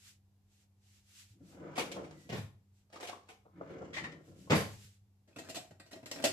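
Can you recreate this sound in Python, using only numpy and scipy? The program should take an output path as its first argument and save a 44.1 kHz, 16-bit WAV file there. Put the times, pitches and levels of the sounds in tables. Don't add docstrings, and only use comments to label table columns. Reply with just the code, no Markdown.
import sys
import numpy as np
from scipy import signal
from scipy.fft import rfft, irfft
from scipy.io import wavfile

SR = 44100
rng = np.random.default_rng(int(sys.argv[2]) if len(sys.argv) > 2 else 0)


def dump(signal):
    limited = np.clip(np.atleast_2d(signal).T, -1, 1)
    pcm = np.round(limited * 32767).astype(np.int16)
    wavfile.write(sys.argv[1], SR, pcm)


N = 279098
TIME_S = np.arange(N) / SR

# (start [s], fastest [s], end [s], relative rumble at top speed [dB],
# relative grit at top speed [dB], slowing time constant [s], creep as share of top speed [1])
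STROKES = [(1.327, 1.984, 2.29, -48, -62, 0.094, 0.037), (3.514, 3.798, 4.55, -48.5, -65, 0.21, 0.043)]
# (first touch [s], relative level [dB], thump offset [dB],
# click offset [dB], time between rebounds [s])
STOPS = [(2.292, -43.5, 4, -6, 0.028), (4.499, -26.5, -1.5, -10, .016)]
# (time [s], relative level [dB], hardness [dB], rattle time constant [s])
JOLTS = [(1.965, -47, -11, 0.014), (3.452, -59.5, -14, 0.016), (3.61, -42.5, -7, 0.0033),
         (3.824, -48, -10, 0.004), (4.474, -58, -4, 0.0037)]
# (time [s], relative level [dB], hardness [dB], rattle time constant [s])
UTENSIL_BLOWS = [(1.755, -46.5, -0.5, 0.015), (1.779, -34.5, -2, 0.0039), (1.791, -40.5, 4, 0.0091),
                 (1.812, -47.5, 1, 0.0025), (1.916, -54.5, 11.5, 0.0054), (2.039, -56, -6, 0.0088),
                 (2.924, -57.5, -1.5, 0.018), (2.958, -58, -7, .003), (3.007, -51, 0.5, 0.0025),
                 (3.025, -46.5, -1, 0.0064), (3.044, -53.5, 3.5, 0.0081), (3.073, -58.5, 12.5, 0.0021),
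                 (3.084, -50, 2, 0.0035), (3.095, -55, -1, 0.0023), (3.128, -55, -8, 0.002),
                 (3.286, -56.5, 1.5, 0.011), (3.703, -55.5, -14, 0.0057)]
# (time [s], relative level [dB], hardness [dB], rattle time constant [s])
CUTLERY_BLOWS = [(3.931, -47, 5.5, 0.025), (3.965, -38, -2, 0.0056), (3.981, -40.5, -4.5, .002),
                 (4.036, -39, -4, 0.008), (4.116, -59, 4, 0.0055)]
# (time [s], relative level [dB], pitch [Hz])
HANDLE_TAPS = [(2.962, -36, 1200), (3.128, -30, 1107)]
# (middle [s], relative level [dB], bell half length [s])
SCRAPES = [(1.98, -58.5, 0.11), (2.965, -50.5, 0.032), (3.092, -48.5, 0.02), (3.22, -65.5, 0.077)]
# (middle [s], relative level [dB], bell half length [s], centre [Hz],
# pitch slope [octaves/s])
RASPS = [(1.567, -68.5, 0.063, 680, 7), (1.7, -60, .075, 1100, -1.5), (3.572, -66, 0.016, 1490, 4),
         (3.675, -61.5, 0.078, 1240, 3.5), (3.715, -63, 0.019, 2300, -7), (3.818, -57, .025, 577, 13)]
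# (middle [s], relative level [dB], bell half length [s])
SQUEAKS = [(2.21, -73, 0.071)]
# (time [s], relative level [dB])
BOOMS = [(1.307, -53), (1.93, -68), (2.03, -60), (2.329, -39.5), (2.389, -35), (2.548, -52), (4.503, -29.5),
         (4.566, -32), (4.655, -47.5), (4.769, -50.5), (4.851, -49), (5.015, -56.5)]
# (time [s], relative level [dB], hardness [dB], rattle time constant [s])
WARE_BLOWS = [(5.276, -70, -3.5, 0.01), (5.36, -53, -5, 0.007), (5.386, -51, 1, 0.0032),
              (5.494, -51, 4.5, 0.0043), (5.546, -50.5, 7.5, 0.0084), (5.563, -49, -3.5, 0.011),
              (5.708, -60, -7, 0.0023), (5.798, -58.5, 1, 0.0023), (5.859, -69.5, 1.5, 0.0089),
              (5.912, -59.5, 3, 0.0093), (5.93, -53.5, -3, 0.0034), (5.956, -57, -9, 0.0063),
              (6.028, -59, -9, 0.0052), (6.059, -54, 3.5, 0.0026), (6.114, -48.5, 6.5, 0.0015),
              (6.155, -58.5, -8, 0.0087), (6.222, -52, 2, 0.0037), (6.24, -32.5, 2.5, 0.0042),
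              (6.247, -36.5, 3.5, 0.0085)]
# (time [s], relative level [dB])
LANDINGS = [(5.361, -64), (5.566, -46), (5.708, -54), (6.114, -45), (6.24, -17.5)]
# (time [s], relative level [dB])
BOTTLE_CLINKS = [(5.388, -57), (5.496, -64), (5.566, -44.5)]
# (time [s], relative level [dB], pitch [Hz])
TICKS = [(5.33, -62, 2550), (5.362, -42, 2620), (5.468, -51, 1720), (5.865, -58, 4400), (5.932, -42, 4110),
         (6.117, -32, 5420), (6.159, -45, 4050), (6.188, -46, 2640)]
# (middle [s], relative level [dB], bell half length [s])
SLIDES = [(5.335, -75, 0.02), (5.47, -53, 0.06), (5.9, -71, 0.048), (6.19, -49.5, 0.062)]
# (middle [s], relative level [dB], bell half length [s])
SWISHES = [(.06, -62.5, 0.053), (0.564, -71, 0.054), (0.94, -69, 0.062), (1.21, -58, 0.07),
           (1.534, -70.5, 0.061), (2.263, -65, 0.082), (2.803, -75, 0.036), (4.34, -71.5, 0.14),
           (4.74, -62, 0.11), (4.888, -64.5, 0.042)]
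# (frequency [Hz], level [dB], waver depth [dB])
HUM = [(95.5, -72, -4.5), (199.6, -78, 0)]

# (frequency [Hz], relative level [dB], t60 [s])
DRAWER_MODES = [(160, 5, 0.18), (199, 9.5, 0.24), (311, 9, 0.16), (425, 4, 0.22), (523.5, 4, 0.22),
                (655, -6, 0.35), (825, -6, 0.13), (944, -10, 0.25), (1052, 1.5, 0.28), (1175, -7.5, 0.23),
                (1400, -14, 0.3), (1740, -7.5, 0.39), (1895, 0, .14)]
# (frequency [Hz], relative level [dB], t60 [s])
UTENSIL_MODES = [(433, -6.5, 0.041), (710, 9, 0.081), (1012, -2.5, 0.15), (1194, -28, 0.36),
                 (1224, -16, 0.08), (2187, 1, 0.051), (3380, -43, 0.026)]
# (frequency [Hz], relative level [dB], t60 [s])
CUTLERY_MODES = [(1860, 0.5, 0.055), (1880, 1, 0.065), (2239, -2.5, 0.099), (2350, -4.5, 0.1),
                 (3036, -6, .15), (3601, -1, 0.15), (4743, -9.5, .11)]
# (frequency [Hz], relative level [dB], t60 [s])
WARE_MODES = [(520, 0, 0.0075), (645, 7.5, 0.15), (1886, 2.5, 0.12), (2410, -5.5, 0.14), (2622, -3, 0.098),
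              (2780, -9, 0.11), (4100, -5, 0.071), (4860, -9, 0.15), (5200, -18, 0.2), (6200, -22, 0.17),
              (7560, -1, 0.093)]
# (frequency [Hz], relative level [dB], t60 [s])
WORKTOP_MODES = [(292, -16.5, 0.12), (370, -28, 0.042), (580, 2.5, 0.034), (636, -20.5, 0.61)]
# (frequency [Hz], relative level [dB], t60 [s])
BOTTLE_MODES = [(720, -0.5, 0.29), (2218, -18, 0.096), (3451, -4, 0.19), (3905, -4.5, 0.19),
                (5416, -7, 0.13), (7500, 2, 0.11)]

# (frequency [Hz], relative level [dB per Hz])
DRAWER_COLOUR = [(30, -49), (55, -9.5), (100, 4.5), (200, 1), (270, -1.5), (450, -0.5), (800, -7),
                 (1300, -13), (2300, -11.5), (5000, -23.5), (8000, -26), (10000, -48.5), (15000, -46)]
# (frequency [Hz], relative level [dB per Hz])
UTENSIL_COLOUR = [(60, -23.5), (160, -4.5), (400, 8.5), (750, 1.5), (1200, -5.5), (1700, -5.5),
                  (2500, -4.5), (4500, -15), (7500, -17), (12000, -22.5), (15000, -41.5)]
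# (frequency [Hz], relative level [dB per Hz])
CUTLERY_COLOUR = [(60, -29), (150, -23.5), (550, -14.5), (900, -8), (1700, -12.5), (1950, 5), (2250, -5.5),
                  (4000, -13), (8000, -21.5), (11000, -27), (13000, -53)]
# (frequency [Hz], relative level [dB per Hz])
WARE_COLOUR = [(50, -34), (110, -3), (200, -5.5), (300, 2.5), (420, -3), (620, 1.5), (900, -11.5),
               (1400, -12), (2000, -13.5), (3500, -17), (7500, -20), (12000, -30), (15000, -31.5)]
# (frequency [Hz], relative level [dB per Hz])
LOAD_COLOUR = [(100, -21), (600, -1.5), (2000, 0), (5000, -6.5), (8000, -9.5), (12000, -10.5), (15000, -22)]
# (frequency [Hz], relative level [dB per Hz])
RUMBLE_COLOUR = [(100, -29), (250, -13), (340, 1), (550, -1.5), (680, -7.5), (900, -14), (1500, -21),
                 (2500, -36), (4000, -63)]
# (frequency [Hz], relative level [dB per Hz])
GROWL_COLOUR = [(40, -38), (75, -3.5), (110, -4), (160, 7), (230, -3), (330, 0.5), (600, -40),
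                (1500, -83.5)]
# (frequency [Hz], relative level [dB per Hz])
GRIT_COLOUR = [(500, -7), (1000, 1.5), (1600, 3), (2300, 3), (4000, -9.5), (7500, -8.5), (10000, -35),
               (15000, -42)]
# (frequency [Hz], relative level [dB per Hz])
RUSTLE_COLOUR = [(150, -20.5), (500, 12), (1200, 6), (2000, 1), (5000, -2.5), (8000, -8), (12000, -23.5),
                 (15000, -22)]
# (frequency [Hz], relative level [dB per Hz])
CLOTH_COLOUR = [(500, -46), (1000, -23), (1400, -14.5), (2700, -8.5), (4000, -9.5), (7800, -8.5),
                (15000, -20.5)]
# (frequency [Hz], relative level [dB per Hz])
AIR_COLOUR = [(15, -51), (25, -8.5), (109, 1), (213, -16.5), (271, -13), (637, -24.5), (749, -20.5),
              (1310, -29.5), (1670, -30), (12800, -33.5), (15000, -34)]
# (frequency [Hz], t60 [s])
ROOM_T60 = [(100, 0.7), (250, 0.26), (800, 0.36), (2500, 0.3), (7000, 0.31), (15000, 0.33)]
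# (frequency [Hz], coherence [1])
COHERENCE = [(60, 0.83), (130, 0.96), (300, 0.8), (640, 0.6), (1300, 0), (15000, 0.021)]
# (frequency [Hz], gain [dB])
MICROPHONE = [(20, -8.5), (40, -0.5), (60, 0), (7900, 0), (9100, -4.5), (10800, -0.5), (13000, -0.5),
              (15000, -8.5)]
# (lower [Hz], upper [Hz])
BAND_EDGES_HZ = (400, 2500)
# (lowest [Hz], highest [Hz])
TINKLE_HZ = (1497.4, 12130)

PUSH_POWER = 1.49
GROWL_DB, GROWL_POWER = -4, 0.43
GRIT_POWER = 0.89
LUMPS_DB, LUMPS_HZ = 3.7, 24.07
FIRST_TOUCH_DB, TOUCH_HARDNESS_DB = -3.5, 2.5
REBOUND_LOSS_DB, REBOUND_RATTLE_S = 4.5, 0.0072
LOAD_LAG_S, LOAD_DB, LOAD_HARDNESS_DB, LOAD_RATTLE_S = 0.042, -15, 8.5, 0.033
FIRST_CONTACT_DB = -2.5
RASP_WIDTH = 0.86
SQUEAK_HZ = 1950
TINKLE_T60_S, TINKLE_SPREAD_DB = 0.071, 4
TICK_OVERTONE, TICK_OVERTONE_DB = 1.3, -9
AIR_DB = -74.5
BAND_LIMIT_HZ = 15250


def drawer():
    rails = blows(JOLTS, DRAWER_MODES, DRAWER_COLOUR, ring_db=1.0, chatter_db=30,
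                  direct_db=6.5, lead_ms=0.28, thump_db=-23.5, click_db=-52)
    plastic = blows(UTENSIL_BLOWS, UTENSIL_MODES, UTENSIL_COLOUR, ring_db=-7.5, chatter_db=9,
                    direct_db=-7.5, lead_ms=0.22, thump_db=-10.0, click_db=-3.5, tinkle_db=-14)
    metal = blows(CUTLERY_BLOWS, CUTLERY_MODES, CUTLERY_COLOUR, ring_db=-7.5, chatter_db=7,
                  direct_db=-9.5, lead_ms=0.14, thump_db=-16, click_db=-9, tinkle_db=-11)
    stirring = friction(swells(SCRAPES), RUSTLE_COLOUR, 340, 7.4, 0.2)
    box = stops() + rails + plastic + handle() + stirring + runners() + rasp() + squeak()
    return box * amp([[0.5], [-0.5]]) + metal * amp([[1.4], [-1.4]])


def runners():
    rumble = growl = grit = 0
    for start_s, fastest_s, end_s, rumble_db, grit_db, slowing_s, creep in STROKES:
        v = speed(start_s, fastest_s, end_s, slowing_s, creep)
        rumble = rumble + amp(rumble_db) * v
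        growl = growl + amp(rumble_db + GROWL_DB) * v ** GROWL_POWER
        grit = grit + amp(grit_db) * v ** GRIT_POWER
    lumps = amp(LUMPS_DB * waver(LUMPS_HZ))
    rolling = friction(rumble * lumps, RUMBLE_COLOUR, 900, 4.9, 0.17)
    growling = friction(growl * lumps, GROWL_COLOUR, 1400, 2.5, 0.2)
    return rolling + growling + friction(grit, GRIT_COLOUR, 820, 4.8, 0.2)


def speed(start_s, fastest_s, end_s, slowing_s, creep):
    push = np.clip((TIME_S - start_s) / (fastest_s - start_s), 0, 1) ** PUSH_POWER
    coast = creep + (1 - creep) * np.exp(-np.maximum(TIME_S - fastest_s, 0) / slowing_s)
    return push * coast * (TIME_S < end_s)


def stops():
    box = 0
    for s, db, thump_db, click_db, gap_s in STOPS:
        box = box + blows(rebounds(s, db, gap_s), DRAWER_MODES, DRAWER_COLOUR, ring_db=-8, chatter_db=7.5,
                          direct_db=-6.0, lead_ms=0.2, thump_db=thump_db, click_db=click_db, tinkle_db=-18)
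    clashes = [(s + LOAD_LAG_S, db + LOAD_DB, LOAD_HARDNESS_DB, LOAD_RATTLE_S) for s, db, *_ in STOPS]
    load = blows(clashes, CUTLERY_MODES, LOAD_COLOUR, ring_db=-11, chatter_db=8.5,
                 direct_db=-6.5, lead_ms=0.2, thump_db=-7.5, click_db=-9, tinkle_db=-10)
    return box + load


def rebounds(s, db, gap_s, count=3):
    rows = [(s, db + FIRST_TOUCH_DB, TOUCH_HARDNESS_DB, REBOUND_RATTLE_S)]
    for k in range(count):
        rows.append((s + (k + 1) * gap_s, db - REBOUND_LOSS_DB * k, 0, REBOUND_RATTLE_S))
    return rows


def handle(t60_s=0.019, rise_s=0.00095, direct_db=-6):
    out, t = np.zeros((2, N)), np.arange(SR // 4) / SR
    for s, db, hz in HANDLE_TAPS:
        knock = modal([(hz, db, t60_s)], t) * (1 - np.exp(-t / rise_s))
        add(out, s, kitchen(knock, direct_db, 0.13))
    return out


def rasp(per_s=420, spread_db=4.0):
    out = 0
    for s, db, half_s, centre_hz, octaves_per_s in RASPS:
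        hz = centre_hz * 2 ** (octaves_per_s * np.clip(TIME_S - s, -3 * half_s, 3 * half_s))
        width_hz = RASP_WIDTH * centre_hz
        grain = resonate(slips(per_s, spread_db), hz, width_hz)
        grain = resonate(grain, hz, width_hz)
        out = out + evened(grain) * swells([(s, db, half_s)])
    return kitchen(out, -9, 0.19)[:, :N]


def squeak(drift=0.012):
    hz = SQUEAK_HZ * (1 + drift * waver(19))
    tone = np.sin(2 * np.pi * np.cumsum(hz) / SR)
    return kitchen(evened(tone) * swells(SQUEAKS), -7, 0.1)[:, :N]


def cabinet(hz=104, t60_s=0.32, rise_s=0.00264):
    out, t = np.zeros((2, N)), np.arange(SR) / SR
    decay = np.exp(-np.log(1000) * t / t60_s)
    boom = np.sin(2 * np.pi * hz * t) * decay * (1 - np.exp(-t / rise_s))
    for s, db in BOOMS:
        add(out, s, amp(db) * np.array([boom, boom]))
    return out


def counter():
    knocks = blows(WARE_BLOWS, WARE_MODES, WARE_COLOUR, ring_db=-8.5, chatter_db=4.5,
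                   direct_db=-9.0, lead_ms=-0.09, thump_db=-3.5, click_db=-0.5, tinkle_db=-14.5)
    worktop = rings(LANDINGS, WORKTOP_MODES, contact_s=0.0035, room_db=-12)
    bottle = rings(BOTTLE_CLINKS, BOTTLE_MODES, contact_s=0.00044, room_db=-18)
    sliding = friction(swells(SLIDES), WARE_COLOUR, 300, 4.8, -0.09)
    return (knocks + worktop + bottle + ticks() + sliding) * amp([[0.3], [-0.3]])


def rings(rows, modes, contact_s, room_db):
    out, t = np.zeros((2, N)), np.arange(SR // 2) / SR
    for s, db in rows:
        ring = amp(db) * modal(modes, t) * (1 - np.exp(-t / contact_s))
        add(out, s, amp(room_db) * kitchen(ring, -room_db, -0.09))
    return out


def ticks(t60_s=0.032, room_db=-5):
    out, t = np.zeros((2, N)), np.arange(SR // 8) / SR
    for s, db, hz in TICKS:
        partials = [(hz, db, t60_s), (hz * TICK_OVERTONE, db + TICK_OVERTONE_DB, t60_s)]
        add(out, s, amp(room_db) * kitchen(modal(partials, t), 1, -0.09))
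    return out


def clothes():
    return evened(coloured(diffuse(N), CLOTH_COLOUR)) * swells(SWISHES) * amp(3.2 * waver(8.8))


def background():
    hum = 0
    for hz, db, depth_db in HUM:
        level = np.sqrt(2) * amp(db + depth_db * np.tanh(waver(14.0)))
        hum = hum + level * np.sin(2 * np.pi * hz * TIME_S + 0.5 * waver(3.0))
    return hum + amp(AIR_DB) * evened(coloured(diffuse(N), AIR_COLOUR))


def blows(rows, modes, colour, ring_db, chatter_db, direct_db, lead_ms, thump_db, click_db,
          tinkle_db=-30, size=12288, count=2):
    out, t = np.zeros((2, N)), np.arange(size) / SR
    dense = unit(coloured(1.0 * (t == 0), colour))[:2048]
    for s, db, hardness_db, rattle_s in rows:
        age = t / max(rattle_s, 0.001)
        contacts = rng.standard_normal(size) * (rng.random(size) < 1500 / SR)
        chatter = contacts * np.sqrt(age) * np.exp(-age)
        force = amp(FIRST_CONTACT_DB) * (t == 0) + amp(chatter_db) * chatter
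        spot, sound = rng.integers(0, count, size), 0
        for k in range(count):
            body = amp(ring_db) * unit(modal(modes, t)) + amp(tinkle_db) * tinkle(colour, t)
            body[:len(dense)] += dense
            struck = signal.fftconvolve(force * (spot == k), body)[:size]
            sound = sound + kitchen(struck, direct_db, lead_ms, size=16384)
        levels_db = db + np.array([thump_db - hardness_db, 0, click_db + hardness_db])
        add(out, s, voiced(sound, levels_db))
    return out


def voiced(sound, levels_db, window_s=0.021):
    power = abs(rfft(sound[:, :round(window_s * SR)], 2048)) ** 2 / (1024 * window_s * SR)
    band = np.digitize(np.fft.rfftfreq(2048, 1 / SR), BAND_EDGES_HZ)
    thump, knock, click = levels_db - 10 * np.log10(np.bincount(band, power.mean(0)))
    return coloured(sound, [(240, thump), (480, knock), (1300, knock), (3200, click)])


def modal(modes, t):
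    out = 0
    for hz, db, t60_s in modes:
        decay = np.exp(-np.log(1000) * t / t60_s)
        out = out + amp(db + rng.normal(0, 1.0)) * decay * np.cos(2 * np.pi * hz * t)
    return out


def tinkle(colour, t, count=16):
    hz = np.geomspace(*TINKLE_HZ, count) * rng.uniform(0.9, 1.1, count)
    levels_db = read(colour, hz) + 10 * np.log10(hz) + TINKLE_SPREAD_DB * rng.standard_normal(count)
    return unit(modal([(f, db, TINKLE_T60_S) for f, db in zip(hz, levels_db)], t))


def friction(level, colour, per_s, spread_db, lead_ms):
    grain = evened(coloured(slips(per_s, spread_db), colour))
    return kitchen(grain * level, -5.5, lead_ms)[:, :N]


def slips(per_s, spread_db):
    happens = rng.random(N) < per_s / SR
    size_db = spread_db * np.minimum(rng.exponential(1, N), 4)
    return rng.choice([-1, 1], N) * happens * amp(size_db)


def resonate(x, hz, width_hz):
    turn, r = np.exp(2j * np.pi * np.cumsum(hz) / SR), np.exp(-np.pi * width_hz / SR)
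    return 2 * (turn * signal.lfilter([1 - r], [1, -r], x / turn + 1e-18)).real


def swells(rows):
    return sum(amp(db) * np.exp(-((TIME_S - s) / half_s) ** 2 / 2) for s, db, half_s in rows)


def waver(rate_hz, count=12):
    knots_s = np.linspace(0, N / SR, N // 256)
    rates_hz = np.geomspace(rate_hz / 10, rate_hz, count)
    drift = sum(np.sin(2 * np.pi * (f * knots_s + rng.random())) for f in rates_hz)
    return evened(np.interp(TIME_S, knots_s, drift))


def kitchen(x, direct_db, lead_ms, near_db=0, near_s=0.0096, size=24576):
    t = np.arange(size) / SR
    hz, frame_s, z = signal.stft(diffuse(size), SR, nperseg=256)
    decay = amp(-60 * frame_s / read(ROOM_T60, hz)[:, None])
    tail = signal.istft(z * decay, SR, nperseg=256)[1][:, :size]
    near = unit(diffuse(size) * np.exp(-t / near_s))
    response = unit(tail * (1 - np.exp(-t / 0.00043))) + amp(near_db) * near
    lag = round(abs(lead_ms) * SR / 1000)
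    response[[0, 1], [0, lag] if lead_ms > 0 else [lag, 0]] += amp(direct_db)
    return signal.fftconvolve(x[None], response, axes=1)


def diffuse(size):
    a, b = rfft(rng.standard_normal((2, size)))
    same = np.clip(read(COHERENCE, np.fft.rfftfreq(size, 1 / SR)), -1, 1)
    return irfft(np.array([a, same * a + np.sqrt(1 - same ** 2) * b]), size)


def coloured(x, spectrum, size=2048):
    gain_db = np.maximum(read(spectrum, abs(np.fft.fftfreq(size, 1 / SR))), -100)
    log_gain = np.log(amp(gain_db))
    taps = np.fft.ifft(np.exp(np.conj(signal.hilbert(log_gain)))).real
    taps = taps.reshape((1,) * (x.ndim - 1) + (-1,))
    return signal.fftconvolve(x, taps, axes=-1)[..., :x.shape[-1]]


def amp(db):
    return 10 ** (np.asarray(db) / 20)


def evened(x):
    return x / np.sqrt(np.mean(x ** 2) + 1e-24)


def unit(x):
    return x / np.sqrt(np.sum(x ** 2) + 1e-24)


def read(points, hz):
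    f, value = np.transpose(points)
    return np.interp(np.log(hz + 1), np.log(f + 1), value)


def add(mix, s, sound):
    part = mix[:, round(s * SR):][:, :sound.shape[1]]
    part += sound[:, :part.shape[1]]


def scene():
    return drawer() + cabinet() + counter() + clothes() + background()


def record(dry):
    low_pass = signal.firwin(511, BAND_LIMIT_HZ, window=("kaiser", 9), fs=SR)
    return signal.oaconvolve(coloured(dry, MICROPHONE), low_pass[None], "same", axes=1)


dry = scene()
out = record(dry)
dump(out)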